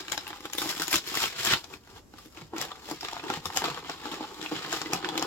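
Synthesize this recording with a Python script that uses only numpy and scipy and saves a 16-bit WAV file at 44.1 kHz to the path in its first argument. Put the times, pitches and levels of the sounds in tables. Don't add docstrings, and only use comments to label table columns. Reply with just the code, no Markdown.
import sys
import numpy as np
from scipy import signal
from scipy.fft import rfft, irfft, next_fast_len
from scipy.io import wavfile
from scipy.ndimage import map_coordinates

SR = 44100
rng = np.random.default_rng(int(sys.argv[2]) if len(sys.argv) > 2 else 0)


def materialize(psi):
    bounded = np.clip(np.atleast_2d(psi).T, -1, 1)
    quanta = np.round(bounded * 32767).astype(np.int16)
    wavfile.write(sys.argv[1], SR, quanta)


N = 232346

# (t/s, level/dB before colouring, crease f/Hz,
# then pairs for the body: boom/dB re level, boom f/Hz, knock/dB re level, knock f/Hz,
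# then crisp edge/dB re level, fibre fizz/dB re level before any lift, left-right/dB)
CREASES = [(0.0817, -27, 1620, -19, 307, -10, 1280, -8, -30, -2),
           (0.1191, -15.5, 6800, -39, 522, -25, 1400, -8, -21, 10.5),
           (0.128, -25.5, 2000, -35, 377, -27, 1260, -6, -25, -9),
           (0.1467, -33, 2800, -11, 361, -2, 860, -7, -17, -1),
           (0.177, -19.5, 1750, -24, 291, -14.5, 853, -3, -21, 5),
           (0.2674, -29, 2860, -15, 433, -5, 1190, -12, -27, 1.5),
           (0.2773, -29, 1560, -22, 404, -12, 1190, -11, -9.5, 5),
           (0.3042, -27.5, 1590, -12.5, 320, -11, 781, -22, -32, 1.5),
           (0.3292, -31.5, 1510, -34, 390, -2, 1190, -23, -34, -1),
           (0.4051, -36, 2020, -5, 415, -5, 1200, -2, -15, 1),
           (0.4539, -25, 1420, -7, 423, -7, 1260, -6, -19, 1.0),
           (0.4988, -34, 1610, -31, 285, -8, 1130, -3, -31, 2.5),
           (0.5327, -23, 6900, -34, 269, -34, 1240, -3, -12, 3),
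           (0.5503, -30, 4400, -7, 431, -7, 1160, -7, -7, 2),
           (0.5826, -17.5, 3720, -13.5, 396, -20, 1170, -10, -9, 3),
           (0.617, -19.5, 1450, -10.5, 358, -4.5, 1260, -19, -19, -2),
           (0.6579, -27, 1670, -2, 299, -6.5, 770, -13, -24, 2.5),
           (0.6908, -25, 7560, -13, 277, -23, 805, -3.5, -25, 4),
           (0.7253, -25.5, 1780, -36, 248, -31, 1280, -16, -23, 4),
           (0.7687, -26, 7520, -17, 304, -12, 1190, -10, -25, 5),
           (0.798, -30, 5100, -3.5, 312, -9, 840, -10, -24, 2),
           (0.819, -20.5, 1410, -24, 191, -18, 929, -2, -12, 5),
           (0.8799, -18.5, 7490, -21, 269, -20, 797, -6, -13, 0),
           (0.9143, -23, 7300, -44, 212, -25, 1340, -17, -4.5, 4),
           (0.9283, -15, 2370, -27, 250, -23, 1360, -13, -10, 0),
           (0.9408, -11, 2280, -18.5, 285, -10, 1190, -11, -22, 1.5),
           (0.956, -11, 7200, -25, 296, -31, 1130, -7, -15, 4),
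           (1.074, -27, 4330, -14, 400, -28, 1130, -8, -8, 2.5),
           (1.1418, -21.5, 2890, -25, 447, -5.5, 1090, -19, -16, -3),
           (1.1717, -17, 2030, -15, 310, -22, 773, -19, -13.5, 3),
           (1.2146, -25.5, 4740, -35, 506, -15, 740, -8, -15, 8),
           (1.2379, -15.5, 3220, -18, 490, -16, 1010, -16, -17, 3),
           (1.4102, -30, 2890, -23, 382, -16, 1180, -1, -19, 2.0),
           (1.4486, -17, 7360, -22, 501, -31, 1200, -1, -10, 3),
           (1.4716, -17, 3370, -17, 304, -6.5, 1180, -14.5, -15, 0.5),
           (1.5349, -8.5, 1630, -19.5, 345, -12.5, 1430, -18, -27, -4),
           (1.6417, -31, 3800, -24, 425, -9, 861, 0, -24, 3.5),
           (1.7374, -34, 2450, -17, 231, -9, 1280, -10.5, -23, 9),
           (1.8734, -42.5, 1390, -12, 307, -8, 990, -7, -20, 1.5),
           (1.9634, -44, 3240, -19, 400, -13, 1160, -10, -31, -4),
           (2.1377, -40.5, 1430, -5.5, 304, -5, 799, -13, -29, -2),
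           (2.1855, -41, 4700, -19, 549, -2, 1190, -7, -13, 4),
           (2.2574, -47.5, 3580, 1.5, 324, -17, 799, -8, -7, 7),
           (2.3725, -33.5, 2410, -12, 301, -6.5, 860, -12, -41, 4),
           (2.4169, -39, 2350, 1, 159, -4, 1020, -6, -29, -1),
           (2.5351, -41.5, 1420, 11.5, 435, 10.5, 853, -8.5, -34, 2),
           (2.5636, -27.5, 1340, -26, 388, -16, 1390, -10, -19, 0.5),
           (2.5813, -30, 1710, -7, 417, -13, 1220, 2.5, -13, 0),
           (2.6135, -22.5, 1850, -12, 490, -18, 1200, 2.5, -10.5, 3.5),
           (2.6499, -30, 4620, -7, 503, -5, 867, -14, -17, -5),
           (2.7167, -29.5, 3600, -27, 506, -0.5, 1140, -14, -35, 1.0),
           (2.8884, -34.5, 1750, -2, 477, -4, 926, -7, -25, 2.0),
           (2.9118, -27.5, 4600, -3, 304, -1.5, 820, -2, -13, 1),
           (3.0086, -31.5, 4940, -25, 476, -27, 1300, 1, -17, -1),
           (3.0306, -29, 1980, -13, 328, -4, 732, -7, -26, -1),
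           (3.0485, -23.5, 2850, -12.5, 396, -9, 1140, -8, -36, -1),
           (3.0844, -23.5, 2140, -33, 503, -6, 1140, -7, -36, 2.0),
           (3.1308, -29, 4050, -13, 310, 1, 804, -5, -22, 4),
           (3.1662, -30.5, 1940, -20, 398, 3, 853, -12, -32, 4),
           (3.1956, -31.5, 2460, -18, 404, -8, 848, -13, -38, -9),
           (3.2385, -30.5, 1660, -6, 310, -2, 840, -7, -32, 1.0),
           (3.2829, -31, 1960, -23, 410, -18, 1040, -20, -31, -4),
           (3.3004, -17.5, 1380, -10, 315, -4, 920, -8.5, -29, 0),
           (3.3383, -25, 3400, -27, 409, -20, 1030, -6, -24, 7),
           (3.3718, -35.5, 1600, 2.5, 153, 0, 780, -3, -26, 1),
           (3.4555, -25.5, 3680, -10, 161, -2, 1190, 2, -11, 2),
           (3.5015, -32, 1960, -15, 430, 0, 859, -13, -23, 1.0),
           (3.5249, -31, 1910, -24, 339, -23, 880, -11, -31, -4),
           (3.5622, -27, 3150, -18, 428, -1, 730, 4, -9, -1),
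           (3.5713, -14.5, 7110, -32, 312, -9.5, 719, 0, -17.5, 1),
           (3.6194, -24, 1590, -5, 405, -3, 859, -11, -22, 2.0),
           (3.6401, -17, 1410, -16, 487, -5.5, 869, -12, -27, 1.0),
           (3.6794, -27, 1460, -2.5, 494, 4, 755, -24, -23, -2),
           (3.7738, -30, 1780, -8, 550, -1, 1170, -11, -27, 5),
           (3.8463, -35, 1522, -10, 307, -1.5, 1120, -22, -35, -6),
           (3.896, -26.5, 2100, -10, 326, 1.5, 867, 1, -25, 2.5),
           (4.0552, -29, 1520, -7, 382, -1.5, 1230, -8, -29, 4),
           (4.115, -32.5, 3300, -6, 315, -14, 1190, -12, -16, 3),
           (4.2076, -38, 4730, 10.5, 354, 9, 818, -8, -31, -1),
           (4.2276, -32, 1710, -8, 304, -5, 790, -19, -27, -8),
           (4.4134, -28.5, 3500, -22, 143, -21, 1370, -4, -30, 2.5),
           (4.4268, -29, 1420, -5.5, 318, -21, 1020, -1, -23, 1),
           (4.4608, -24, 2740, -18, 296, -13, 795, -22, -32, 0.5),
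           (4.5186, -33, 1440, 6.5, 310, 3.5, 805, -11, -31, 1.5),
           (4.5635, -23.5, 1520, -15, 151, -14, 910, -6, -34, -1),
           (4.6468, -27, 1460, -9, 301, -7, 1410, -14, -31, -4),
           (4.7267, -18, 1520, -25, 310, -11, 719, -1, -23, 1),
           (4.8155, -21.5, 1400, -15, 417, -3, 1280, -2, -39, -1),
           (4.8589, -26, 1860, -7, 310, -17, 1130, -25, -43, 0),
           (4.9015, -35, 1610, 4, 307, -1, 832, -16, -33, 2.0),
           (4.9327, -17, 2380, -8.5, 407, -12, 853, 3, -13.5, 0.5),
           (5.0264, -28, 1410, -15, 318, -22, 1400, -14, -40, 3),
           (5.0449, -21, 1560, -31, 320, -25, 988, -7, -43, -10),
           (5.0883, -22, 3400, -28, 525, -7, 974, -3, -24, 1),
           (5.1542, -26.5, 1430, -2.5, 312, -1, 918, -14, -25, 1.0),
           (5.1766, -17.5, 4000, -12.5, 291, -6, 848, -1, -18.5, 2.0),
           (5.1946, -25.5, 5600, -3.5, 480, -10, 1210, -2, -25, 1),
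           (5.2245, -19.5, 1390, -8.5, 296, -3.5, 869, -2, -17, 2.5)]
# (t of peak/s, rise/s, fall/s, peak level/dB, then re that level: fizz/dB, knock/dB, boom/dB)
HAND_MOVES = [(.01, 0.15, 0.023, -41.5, -12.5, -5, -2.5), (.14, 0.068, 0.049, -42.5, -5, -3, -16),
              (.3, 0.18, 0.19, -47.5, -18, -2, -8), (.46, 0.065, 0.04, -46, -18, -12.5, -9),
              (.6, 0.05, 0.15, -40, -3, -12, -12), (.65, 0.05, .05, -41.5, -3, 5, 3),
              (.7, 0.094, 0.088, -37.5, -4.5, -5, -4.5), (.83, .1, 0.042, -37, -2.5, -3.5, -25),
              (.945, 0.06, 0.039, -25, -5.5, -11, -29), (1.15, 0.14, 0.15, -38, -7.5, -24, -6.5),
              (1.23, 0.11, 0.053, -25.5, -8.5, -9.5, -21), (1.46, 0.081, 0.1, -34, -2, -27, -26),
              (1.52, 0.14, 0.041, -23.5, -16.5, -29, -23), (1.738, 0.086, 0.041, -47, -9, -5, -2.5),
              (1.97, 0.13, 0.059, -51, -9.5, -4, -5), (2.16, 0.051, 0.17, -55, -11, -7, -14),
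              (2.26, 0.032, .06, -63.5, -8, -6, -3), (2.38, 0.056, .1, -50, -14.5, -3.5, -0.5),
              (2.6, 0.063, 0.17, -39.5, -15, -1, -10), (2.91, 0.14, .06, -46, -7.5, 1, 1.5),
              (3.08, 0.16, 0.1, -46, -11.5, -12, -18), (3.318, 0.1, 0.085, -36.5, -16, -1.5, -5),
              (3.46, 0.015, 0.037, -41, -5, 0.5, -14), (3.58, 0.078, 0.069, -36, -6.5, -11, -10),
              (3.66, 0.18, 0.24, -37, -16, -4, -14), (3.9, 0.054, 0.11, -41.5, -16, -17, -12),
              (4.121, 0.15, 0.16, -39.5, -16, -1.5, -0.5), (4.22, 0.12, 0.19, -44, -26, 0, -2),
              (4.45, 0.039, .05, -42.5, -10.5, 0, -6), (4.53, .015, 0.075, -52, -15, 9, 9),
              (4.58, 0.098, 0.18, -39.5, -19, -6.5, -14), (4.732, 0.099, 0.2, -35, -12, -4.5, -5.5),
              (4.933, 0.02, 0.074, -33, -14.5, -1, -6), (5.06, 0.033, 0.17, -38.5, -18, 0.5, 0.5),
              (5.2, 0.13, 0.17, -52, -14, 5, -4)]
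# (f/Hz, level/dB per Hz)
SHEET_COLOUR = [(700, -6), (1300, 0.5), (1600, 2), (2100, 0), (3300, 2.5), (4200, -1), (5500, -24),
                (8000, -34)]
EDGE_COLOUR = [(2500, -34.5), (4000, -10), (5200, 4.5), (6100, -3), (7300, -1), (8500, -14.5),
               (10000, -30.5)]
FIBRE_COLOUR = [(6000, -45), (8500, -2.5), (10000, -0.5), (12000, 7), (14500, -0.5), (16000, -2)]
# (f/Hz, width/Hz, relative level/dB)
PANEL_MODES = [(737.6, 140, -1), (852, 153, 4), (1174, 194, -3), (1493, 180, -6.5)]
HOLLOW_MODES = [(158.7, 27, -8.5), (312.7, 51, -1), (394, 99, -3.5), (504.4, 102, -7)]
# (f/Hz, likeness)
SHEET_LIKENESS = [(300, 1), (1000, 0.79), (3000, 0.47), (8000, 0.06), (15000, 0.18)]


def rustle():
    # (t/s, crackle level/dB, fizz level/dB, body level/dB)
    handling = [(0, -49, -64, -55.5), (.52, -56, -62.5, -66), (.75, -48, -61, -64), (1.03, -47.5, -60, -66),
                (1.42, -47, -73.5, -53.5), (1.68, -72, -69, -70.5), (1.82, -66, -74, -74.5),
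                (2.08, -100, -83, -79), (2.25, -62, -64, -71), (2.5, -87, -78, -79),
                (2.72, -59, -69.5, -66.5), (3.14, -48, -63.5, -66), (3.43, -54, -65, -54),
                (3.83, -67.5, -77, -52), (4.36, -50, -60, -54.5), (4.59, -48, -61, -52),
                (4.89, -48, -80, -51), (5.27, -43, -55, -42)]
    t, *columns = np.transpose(handling)
    crackle_db, fizz_db, body_db = [np.interp(np.arange(N) / SR, t, c) for c in columns]
    _, snap_db, _, snap_boom_db, _, snap_knock_db, _, _, snap_fizz_db, _ = np.transpose(CREASES)
    *_, move_db, move_fizz_db, move_knock_db, move_boom_db = np.transpose(HAND_MOVES)

    def level_curve(handling_db, near_snap_db, in_move_db):
        return np.sqrt(amp(2 * handling_db) + stir(near_snap_db) + moving(in_move_db))

    level = level_curve(crackle_db, snap_db, move_db)
    fizz = level_curve(fizz_db, snap_db + snap_fizz_db + 7.5, move_db + move_fizz_db)
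    knock = level_curve(body_db, snap_db + snap_knock_db + 9, move_db + move_knock_db)
    boom = level_curve(body_db, snap_db + snap_boom_db + 12.5, move_db + move_boom_db)
    edge_share = 0.56
    edge = amp(1.5) * level ** (1 - edge_share) * fizz ** edge_share

    drive = crackle(rate=260, spread_db=4.0, scrape=0.78)
    flex = crackle(rate=140, spread_db=3.5, scrape=0.53)
    layers = ((level, SHEET_COLOUR), (edge, EDGE_COLOUR), (fizz, FIBRE_COLOUR))
    sheet = sum(gain * unit(filtered(drive, causal(colour))) for gain, colour in layers)
    panels = knock * unit(filtered(drive + 1.6 * flex, resonances(PANEL_MODES)))
    hollow = boom * unit(filtered(0.32 * drive + flex, resonances(HOLLOW_MODES)))
    return pair(SHEET_LIKENESS, sheet + panels + hollow)


def moving(level_db):
    t_peak, rise, fall = np.transpose(HAND_MOVES)[:3, :, None]
    step = 64
    late = np.arange(0, N + step, step) / SR - t_peak
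    swell_db = 17.5
    drop_db = swell_db * np.maximum(-late / rise, late / fall)
    power = amp(2 * (level_db[:, None] - drop_db)).sum(0)
    return np.interp(np.arange(N) / step, np.arange(len(power)), power)


def stir(level_db):
    before_s, after_s = 0.0031, 0.013
    late = np.arange(-SR // 8, SR // 8 + 1) / SR
    shape = np.exp(np.where(late < 0, late / before_s, -late / after_s))
    stir_db = -23
    hits = lay(np.transpose(CREASES)[0], amp(2 * (level_db + stir_db))[:, None])
    return np.abs(signal.fftconvolve(hits, shape, "same"))


def crackle(rate, spread_db, scrape):
    busy = rate * amp(5 * wobble(30))
    t = np.flatnonzero(rng.random(N) < busy / SR) / SR
    draw = rng.random((len(t), 3))
    size = amp(-spread_db * np.log(1 - .97 * draw[:, 0]))
    pitch_hz = 1200 * 3.9 ** draw[:, 1]
    t60 = 0.013 + 0.042 * draw[:, 2]
    small = buckles(t, size, pitch_hz, t60, rise=0.000079, focus=1.53)
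    scraping = amp(1.37 * wobble(25)) * rng.standard_normal((2, N))
    return unit(unit(small) + scrape * scraping)


def buckles(s, size, hz, t60, rise, focus):
    t = np.arange(640) / SR
    octaves = np.log2((np.fft.rfftfreq(len(t), 1 / SR) + 1) / hz[:, None])
    tint = 1 + focus * np.exp(-(octaves / 0.16) ** 2)
    burst = irfft(rfft(rng.standard_normal((2, len(s), len(t)))) * tint)
    burst *= amp(-60 * t / t60[:, None]) * (1 - np.exp(-t / rise)) * (1 - (t / t[-1]) ** 2)
    peak = np.abs(burst).max(axis=2, keepdims=True)
    return np.array([lay(s, rows) for rows in size[:, None] * burst / peak])


def snaps():
    columns = np.transpose(CREASES)
    s, db, hz, boom_db, boom_hz, knock_db, knock_hz, edge_db, fizz_db, pan_db = columns
    t60 = np.full(len(s), 0.013)

    def burst(level_db, focus):
        return buckles(s, amp(level_db), hz, t60, rise=0.0012, focus=focus)

    crack = filtered(burst(db, 1.97), causal(SHEET_COLOUR))
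    crack += filtered(burst(db + edge_db, 2.4), causal(EDGE_COLOUR))
    crack += filtered(burst(db + fizz_db + 8.5, 0), causal(FIBRE_COLOUR))
    knock = pushes(s, db + knock_db, knock_hz, PANEL_MODES, rise=0.0012)
    boom = pushes(s, db + boom_db, boom_hz, HOLLOW_MODES, rise=0.0027)
    latest = np.clip(np.searchsorted(s, np.arange(N) / SR) - 1, 0, None)
    pan = amp(np.outer([.5, -.5], pan_db[latest]))
    return (pair(SHEET_LIKENESS, crack) + knock + boom) * pan


def pushes(s, level_db, near_hz, modes, rise):
    t = np.arange(SR // 16) / SR
    rows = 0
    for hz, width, db in modes:
        gain = amp(db - 48 * np.abs(np.log2(near_hz / hz)))
        rows = rows + gain[:, None] * np.sin(2 * np.pi * hz * t) * np.exp(-np.pi * width * t)
    rows = rows * (1 - np.exp(-t / rise))
    way = np.sign(rng.standard_normal(len(s)))
    scale = way * amp(level_db) / np.abs(rows).max(axis=1)
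    return lay(s, scale[:, None] * rows)


def bumps():
    # (t/s, level/dB before a 1 dB lift and the envelope, settled f/Hz)
    contacts = [(0.636, -39, 130), (0.931, -35, 91), (1.239, -65, 83), (1.524, -34, 90), (1.93, -46, 83.4),
                (2.412, -37.5, 106), (2.6, -36, 130), (2.911, -38, 134), (3.295, -38, 124),
                (3.46, -37.5, 79), (3.702, -36, 127), (4.517, -38.5, 135), (4.921, -43, 56)]
    out, t = np.zeros(N + SR), np.arange(SR // 4) / SR
    for s, db, hz in contacts:
        turns = hz * t * (1 + 0.26 * np.exp(-t / 0.05))
        envelope = amp(db + 1 - 60 * t / 0.093) * (1 - np.exp(-t / 0.0031))
        out[round(s * SR):][:len(t)] += envelope * np.sin(2 * np.pi * turns)
    return out[:N]


def room(x, parts_count):
    # (f/Hz, t60/s)
    decay = [(100, 0.13), (1000, 0.05), (5000, 0.12), (14000, 0.081)]
    # (f/Hz, likeness)
    room_likeness = [(100, 0.94), (600, 0.62), (1500, 0.63), (4000, 0.24)]
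    wet = np.zeros((2, N + SR))
    limits = np.linspace(0, N, parts_count + 1).astype(int)
    delay = 130
    for a, b in zip(limits, limits[1:]):
        hz, t, z = signal.stft(rng.standard_normal((2, SR // 3)), SR, nperseg=256)
        fade = amp(-60 * t / along(decay, hz)[:, None])
        tail = signal.istft(z * fade, SR, nperseg=256)[1]
        part = signal.fftconvolve(x[None, a:b], tail / np.linalg.norm(tail[0]), axes=1)
        wet[:, a + delay:a + delay + part.shape[1]] += part
    return pair(room_likeness, wet[:, :N])


def air():
    # (f/Hz, relative level/dB per Hz)
    air_colour = [(18, -40), (30, 9.5), (70, 9), (190, -3.5), (280, 0), (900, -15), (3300, -27),
                  (7400, -21.5), (9700, -35), (12300, -26), (16000, -40)]
    noise = filtered(rng.standard_normal((2, N)), lambda hz: amp(along(air_colour, hz)))
    wide = pair([(40, 0.98), (300, 0.56), (2000, 0.091)], noise)
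    return amp(-56.5 + 2.1 * wobble(5.9)) * unit(wide)


def amp(db):
    return 10 ** (np.asarray(db) / 20)


def unit(x):
    return x / np.sqrt(np.mean(x ** 2) + 1e-20)


def along(points, hz):
    f, v = np.transpose(points)
    return np.interp(np.log(hz + 1), np.log(f + 1), v)


def wobble(rate):
    knots = rng.standard_normal(int(N * rate / SR) + 4)
    return map_coordinates(knots, [np.arange(N) * rate / SR])


def lay(s, rows):
    at = (s * SR).astype(int)[:, None] + np.arange(rows.shape[1])
    return np.bincount(at.ravel(), rows.ravel(), N + SR)[:N]


def filtered(x, response):
    m = 2 * next_fast_len(N // 2 + SR // 4)
    return irfft(rfft(x, m) * response(np.fft.rfftfreq(m, 1 / SR)), m)[..., :N]


def causal(points):
    def response(hz):
        cepstrum = irfft(np.log(unit(amp(along(points, hz)))))
        cepstrum[1:len(hz) - 1] *= 2
        cepstrum[len(hz):] = 0
        return np.exp(rfft(cepstrum))
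    return response


def resonances(modes):
    def response(hz):
        h = 0
        for k, (centre, width, db) in enumerate(modes):
            damping = 1j * hz * width
            h = h + (-1) ** k * amp(db) * damping / (centre * centre - hz * hz + damping)
        return h / np.sqrt(np.mean(np.abs(h) ** 2))
    return response


def pair(alike, noise):
    def mid_and_side(hz):
        turn = np.arccos(np.clip(along(alike, hz), -1, 1)) / 2
        return np.array([np.cos(turn), np.sin(turn)])

    mid, side = filtered(noise, mid_and_side)
    return np.array([mid + side, mid - side])


def scene():
    # (f/Hz, left-right/dB)
    port_balance = [(100, -.5), (700, 0.5), (4000, 0.5), (7500, 10.5), (10000, -3), (15000, -0.5)]
    paper = rustle() + snaps() + bumps()
    side = np.array([[.5], [-.5]])
    lead_s = .00011

    def ports(hz):
        return amp(side * along(port_balance, hz)) * np.exp(2j * np.pi * hz * side * lead_s)

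    return filtered(paper, ports) + amp(-4.5) * room(paper.mean(0), parts_count=16) + air()


def record(dry):
    top_hz, bass_hz = 16000, 45

    def response(hz):
        return (hz < top_hz) * (1j * hz / (1j * hz + bass_hz)) ** 2

    return filtered(dry, response)


dry = scene()
out = record(dry)
materialize(out)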